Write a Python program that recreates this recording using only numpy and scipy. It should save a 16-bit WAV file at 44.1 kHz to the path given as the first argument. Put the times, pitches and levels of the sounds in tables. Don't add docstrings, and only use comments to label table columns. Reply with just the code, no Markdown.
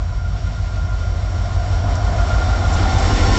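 import sys
import numpy as np
from scipy import signal
from scipy.fft import rfft, irfft, next_fast_len
from scipy.io import wavfile
from scipy.ndimage import uniform_filter1d, map_coordinates

SR = 44100
rng = np.random.default_rng(int(sys.argv[2]) if len(sys.argv) > 2 else 0)


def invert_db(level):
    return 10 ** (np.asarray(level, dtype=float) / 20)


def transcribe(u):
    v = np.clip(np.atleast_2d(u).T, -1, 1)
    q = np.round(v * 32767).astype(np.int16)
    wavfile.write(sys.argv[1], SR, q)


N = 149058

# start_s, level_db
LOCO_APPROACH = [(0, -48), (.5, -45.5), (1.2, -44), (1.8, -42), (2.3, -38.5), (2.7, -36), (3.0, -33),
                 (3.2, -30.5), (3.38, -28)]
# start_s, level_db
WHEEL_APPROACH = [(0, -43), (.5, -42), (1.0, -39), (1.5, -35), (2.0, -29.5), (2.4, -27.5), (2.9, -25.5),
                  (3.38, -27)]
# crank_multiple, far_level_db (rms), growth (dB per dB of closeness)
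EXHAUST_ORDERS = [(5, -38, -.5), (6, -41, .3), (7, -35, .1), (8, -23, .1), (9, -35, .5), (11, -44, .3),
                  (13, -33, .6), (15, -28, .3), (16, -39, .55), (17, -37, .35), (18, -48, .3), (24, -43, 0),
                  (32, -52, .8)]
# pitch_hz, far_level_db (rms), growth (dB per dB)
FAN_HUMS = [(39.9, -47, 1.35), (62.3, -43, .5), (77.1, -34, .5), (87.1, -35, .3)]
# start_s, mesh_level_db, side_level_db
GEAR_LEVELS = [(0, -54, -58), (.3, -45, -52), (1.2, -43, -51), (1.6, -50, -49), (2.05, -50, -47),
               (2.3, -33, -38), (2.75, -35.5, -41), (3.05, -45, -40), (3.3, -35, -41)]
# offset_turns (turn rates from the mesh tone), level_db
GEAR_SIDES = [(-3, -11), (-1, -10), (1, 0), (2, -4), (3, -8), (4, -13)]
# pitch_hz, width_hz, far_level_db (rms), growth (dB per dB), pitch_sag (fraction)
WHINE_LINES = [(1003, 18, -53, .95, .004), (1070, 24, -56, 1.05, .004), (1805, 45, -66, 1.5, .008),
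               (2136, 28, -60, .95, .004), (2910, 55, -70, 1.4, .01), (3060, 50, -62, .6, .008),
               (4350, 30, -72, 1.4, .008), (499, 24, -62, 1.4, .006), (4690, 45, -64, .5, .01),
               (5510, 150, -58, 1.05, .008), (1410, 50, -52, .9, .008), (1530, 70, -62, 1.1, .008),
               (2290, 20, -72, 1.2, .008), (7300, 200, -70, 1.2, .008)]
# start_s, motor_level_db, turbo_level_db
BLOWER_LEVELS = [(0, -66, -59), (.8, -61, -56), (1.6, -59, -55), (1.9, -57, -48), (2.55, -52, -52),
                 (2.8, -43, -49), (3.0, -46, -48), (3.15, -40, -46), (3.38, -43, -38)]
# far_pitch_hz, near_pitch_hz, width_hz, far_level_db (rms), growth (dB per dB)
RAIL_RINGS = [(698, 790, 48, -46.5, .92), (635, 700, 60, -49, .75), (740, 890, 60, -54, 1.05)]
# pitch_hz, level_db (per Hz)
RUMBLE_COLOUR = [(20, -4), (30, 0), (50, -3), (68, -5), (90, -7), (125, -5), (170, -9), (260, -26)]
ROAR_COLOUR = [(110, -12.5), (200, 2.5), (320, 0.5), (500, -8), (800, -17.5), (1100, -15), (1600, -25),
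               (2500, -31.5)]
BODY_COLOUR = [(300, -14.5), (500, -2.5), (700, 2), (900, -5), (1100, -4), (1500, -4.5), (1900, -18),
               (2600, -26)]
HISS_COLOUR = [(1300, -12), (2000, 1.5), (2600, -3), (3500, -2), (5000, -3.5), (6400, -7), (7400, -8.5),
               (8900, -10)]
# start_s (centre of the swell), level_db, pitch_hz, length_s
RAIL_THUDS = [
    (.5, -30, 165, .04),
    (1.9, -35, 255, .1),
    (2.08, -35, 215, .06),
    (2.68, -30, 210, .04),
    (2.85, -32, 280, .05),
    (3.1, -30, 250, .1),
]
# start_s, level_db (peak), length_s
STEEL_CLINKS = [(1.953, -29, .008), (2.045, -40, .007), (2.34, -39, .006), (2.675, -35, .012),
                (2.728, -28, .012), (2.74, -29, .012), (2.83, -35, .006), (2.984, -28, .008),
                (2.995, -32, .007), (3.026, -27, .007), (3.155, -32, .007)]
# pitch_hz, level_db
STEEL_COLOUR = [(4500, -14.5), (5800, -2), (6800, -13.5), (7300, 1), (7700, -13.5), (8900, -6.5)]
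# pitch_hz, level_db
MIC_EDGE = [(7500, 1), (7800, -3), (8000, -10), (8250, -16.5), (8450, -30.5), (8520, -42), (8600, -77)]


def unit(x):
    return x / np.sqrt(np.mean(np.abs(x) ** 2) + 1e-20)


def curves(rows):
    s, *cols = np.transpose(rows)
    return [np.interp(np.arange(N) / SR, s, c) for c in cols]


def closeness(rows):
    db, = curves(rows)
    return db - db[0]


def wobble(rate):
    return map_coordinates(rng.standard_normal(400), [np.arange(N) * min(rate, 100) / SR])


def coloured(x, points, ends=-120):
    m = next_fast_len(N + 8192)
    f, db = np.transpose(points)
    log_hz = np.log(np.fft.rfftfreq(m, 1 / SR) + 1)
    gain_db = np.interp(log_hz, np.log(f), db, left=ends, right=-120)
    return irfft(rfft(x, m) * invert_db(gain_db), m)[:N]


def rush(points, patchy_db):
    z = signal.stft(rng.standard_normal(N + 512), nperseg=512)[2]
    across_pitch = uniform_filter1d(rng.standard_normal(z.shape), size=6, axis=0)
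    patches = unit(uniform_filter1d(across_pitch, size=12, axis=1))
    noise = signal.istft(z * invert_db(patchy_db * patches), nperseg=512)[1][:N]
    return unit(coloured(noise, points))


def turns(hz, sag, pass_s, sag_s):
    t = np.arange(N) / SR
    passed = 1 / (1 + np.exp((pass_s - t) / sag_s))
    return 2 * np.pi * np.cumsum(hz * (1 - sag * passed)) / SR


def fuzzy(phase, width_hz):
    k = np.exp(-np.pi * abs(width_hz) / SR)
    z = rng.standard_normal((2, N + SR))
    for _ in range(2):
        z = signal.lfilter([1 - k], [1, -k], z)
    return unit(z[0, SR:] * np.cos(phase) + z[1, SR:] * np.sin(phase))


def engine(near, wheels):
    crank_hz, sway_db, sway_rate = 6.343, 2.2, 2.2
    one_hz = turns(1, sag=.014, pass_s=3.3, sag_s=.15)
    tones = [(k * crank_hz, db, growth * wheels) for k, db, growth in EXHAUST_ORDERS]
    tones += [(hz, db, growth * near) for hz, db, growth in FAN_HUMS]
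    top = max(db for _, db, _ in tones)
    mix = 0
    for hz, db, gain_db in tones:
        sway = sway_db * (.3 + min(top - db, 12) / 14) * wobble(sway_rate)
        drift = .04 * (top - db) * wobble(2.5)
        phase = hz * one_hz + rng.uniform(0, 2 * np.pi) + drift
        mix = mix + 2 ** .5 * invert_db(db + gain_db + sway) * np.sin(phase)
    return mix


def gears():
    mesh_hz, turn_hz, turn_at_s = 1399.6, 8.68, .247
    mesh_db, side_db = curves(GEAR_LEVELS)
    mesh = turns(mesh_hz, sag=0.01078, pass_s=3.1, sag_s=0.458) + .35 * wobble(8)
    turn = 2 * np.pi * turn_hz * (np.arange(N) / SR - turn_at_s) + .25 * wobble(3)
    sides = 0
    for k, db in GEAR_SIDES:
        level = invert_db(db + 2.5 * wobble(4))
        sides = sides + level * np.cos(mesh + k * turn + .35 * abs(k) * wobble(5))
    mesh_tone = invert_db(mesh_db + 1.5 * wobble(4)) * np.cos(mesh)
    return 2 ** .5 * (mesh_tone + invert_db(side_db) * sides)


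def whines(near):
    mix = 0
    for hz, width_hz, db, growth, sag in WHINE_LINES:
        level = invert_db(db + growth * near + 0.53 * wobble(2.5))
        mix = mix + level * fuzzy(turns(hz, sag, pass_s=3.15, sag_s=0.23), width_hz)
    return mix


def sing(phase, width_hz):
    tone = 2 ** .5 * np.cos(phase + .8 * wobble(width_hz))
    return unit(tone + .7 * fuzzy(phase, 2 * width_hz))


def blowers():
    motor_db, turbo_db = curves(BLOWER_LEVELS)
    motor = sing(turns(3596, sag=.02, pass_s=3.17, sag_s=.16), width_hz=18)
    turbo = sing(turns(5613, sag=.016, pass_s=3.05, sag_s=.25), width_hz=22)
    return invert_db(motor_db) * motor + invert_db(turbo_db) * turbo


def rails(wheels):
    climb_s, climb_over_s = 2.7, .2
    share = 1 / (1 + np.exp((climb_s - np.arange(N) / SR) / climb_over_s))
    mix = 0
    for far_hz, near_hz, width_hz, db, growth in RAIL_RINGS:
        phase = 2 * np.pi * np.cumsum(far_hz + (near_hz - far_hz) * share) / SR
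        mix = mix + invert_db(db + growth * wheels) * fuzzy(phase, width_hz)
    return mix


def roar(near, wheels):
    swell_db = .3 * wobble(4) + .55 * wobble(13) + .6 * wobble(30)
    rumble = invert_db(-33 + .35 * near) * rush(RUMBLE_COLOUR, patchy_db=-2.14)
    low_roar = invert_db(-47 + 1.317 * near) * rush(ROAR_COLOUR, patchy_db=-0.14)
    body = invert_db(-42.5 + 0.75 * wheels + .4 * swell_db) * rush(BODY_COLOUR, patchy_db=1.16)
    hiss = invert_db(-47.5 + 1.046 * near + swell_db) * rush(HISS_COLOUR, patchy_db=-0.63)
    return rumble + low_roar + body + hiss


def thuds():
    t = np.arange(N) / SR
    mix = 0
    for s, db, hz, length in RAIL_THUDS:
        swell = np.exp(-((t - s) / length) ** 2)
        mix = mix + invert_db(db) * swell * fuzzy(2 * np.pi * hz * t, 0.3 * hz)
    return mix


def clinks():
    t = np.arange(N) / SR
    shape = sum(invert_db(db) * (t > s) * np.exp(-np.abs(t - s) / length) for s, db, length in STEEL_CLINKS)
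    return shape * .6 * unit(coloured(rng.standard_normal(N), STEEL_COLOUR))


def scene():
    near, wheels = closeness(LOCO_APPROACH), closeness(WHEEL_APPROACH)
    machine = engine(near, wheels) + gears() + whines(near) + blowers()
    track = rails(wheels) + roar(near, wheels) + thuds() + clinks()
    return (machine + track)[None]


def top_cut(x):
    return signal.sosfilt(signal.butter(12, 8750, fs=SR, output="sos"), x)


def record(dry):
    limit, knee = .78, 4
    soft = dry[0] / (1 + np.abs(dry[0] / limit) ** knee) ** (1 / knee)
    mix = coloured(soft, MIC_EDGE, ends=0)[None]
    return top_cut(mix)


dry = scene()
out = record(dry)
transcribe(out)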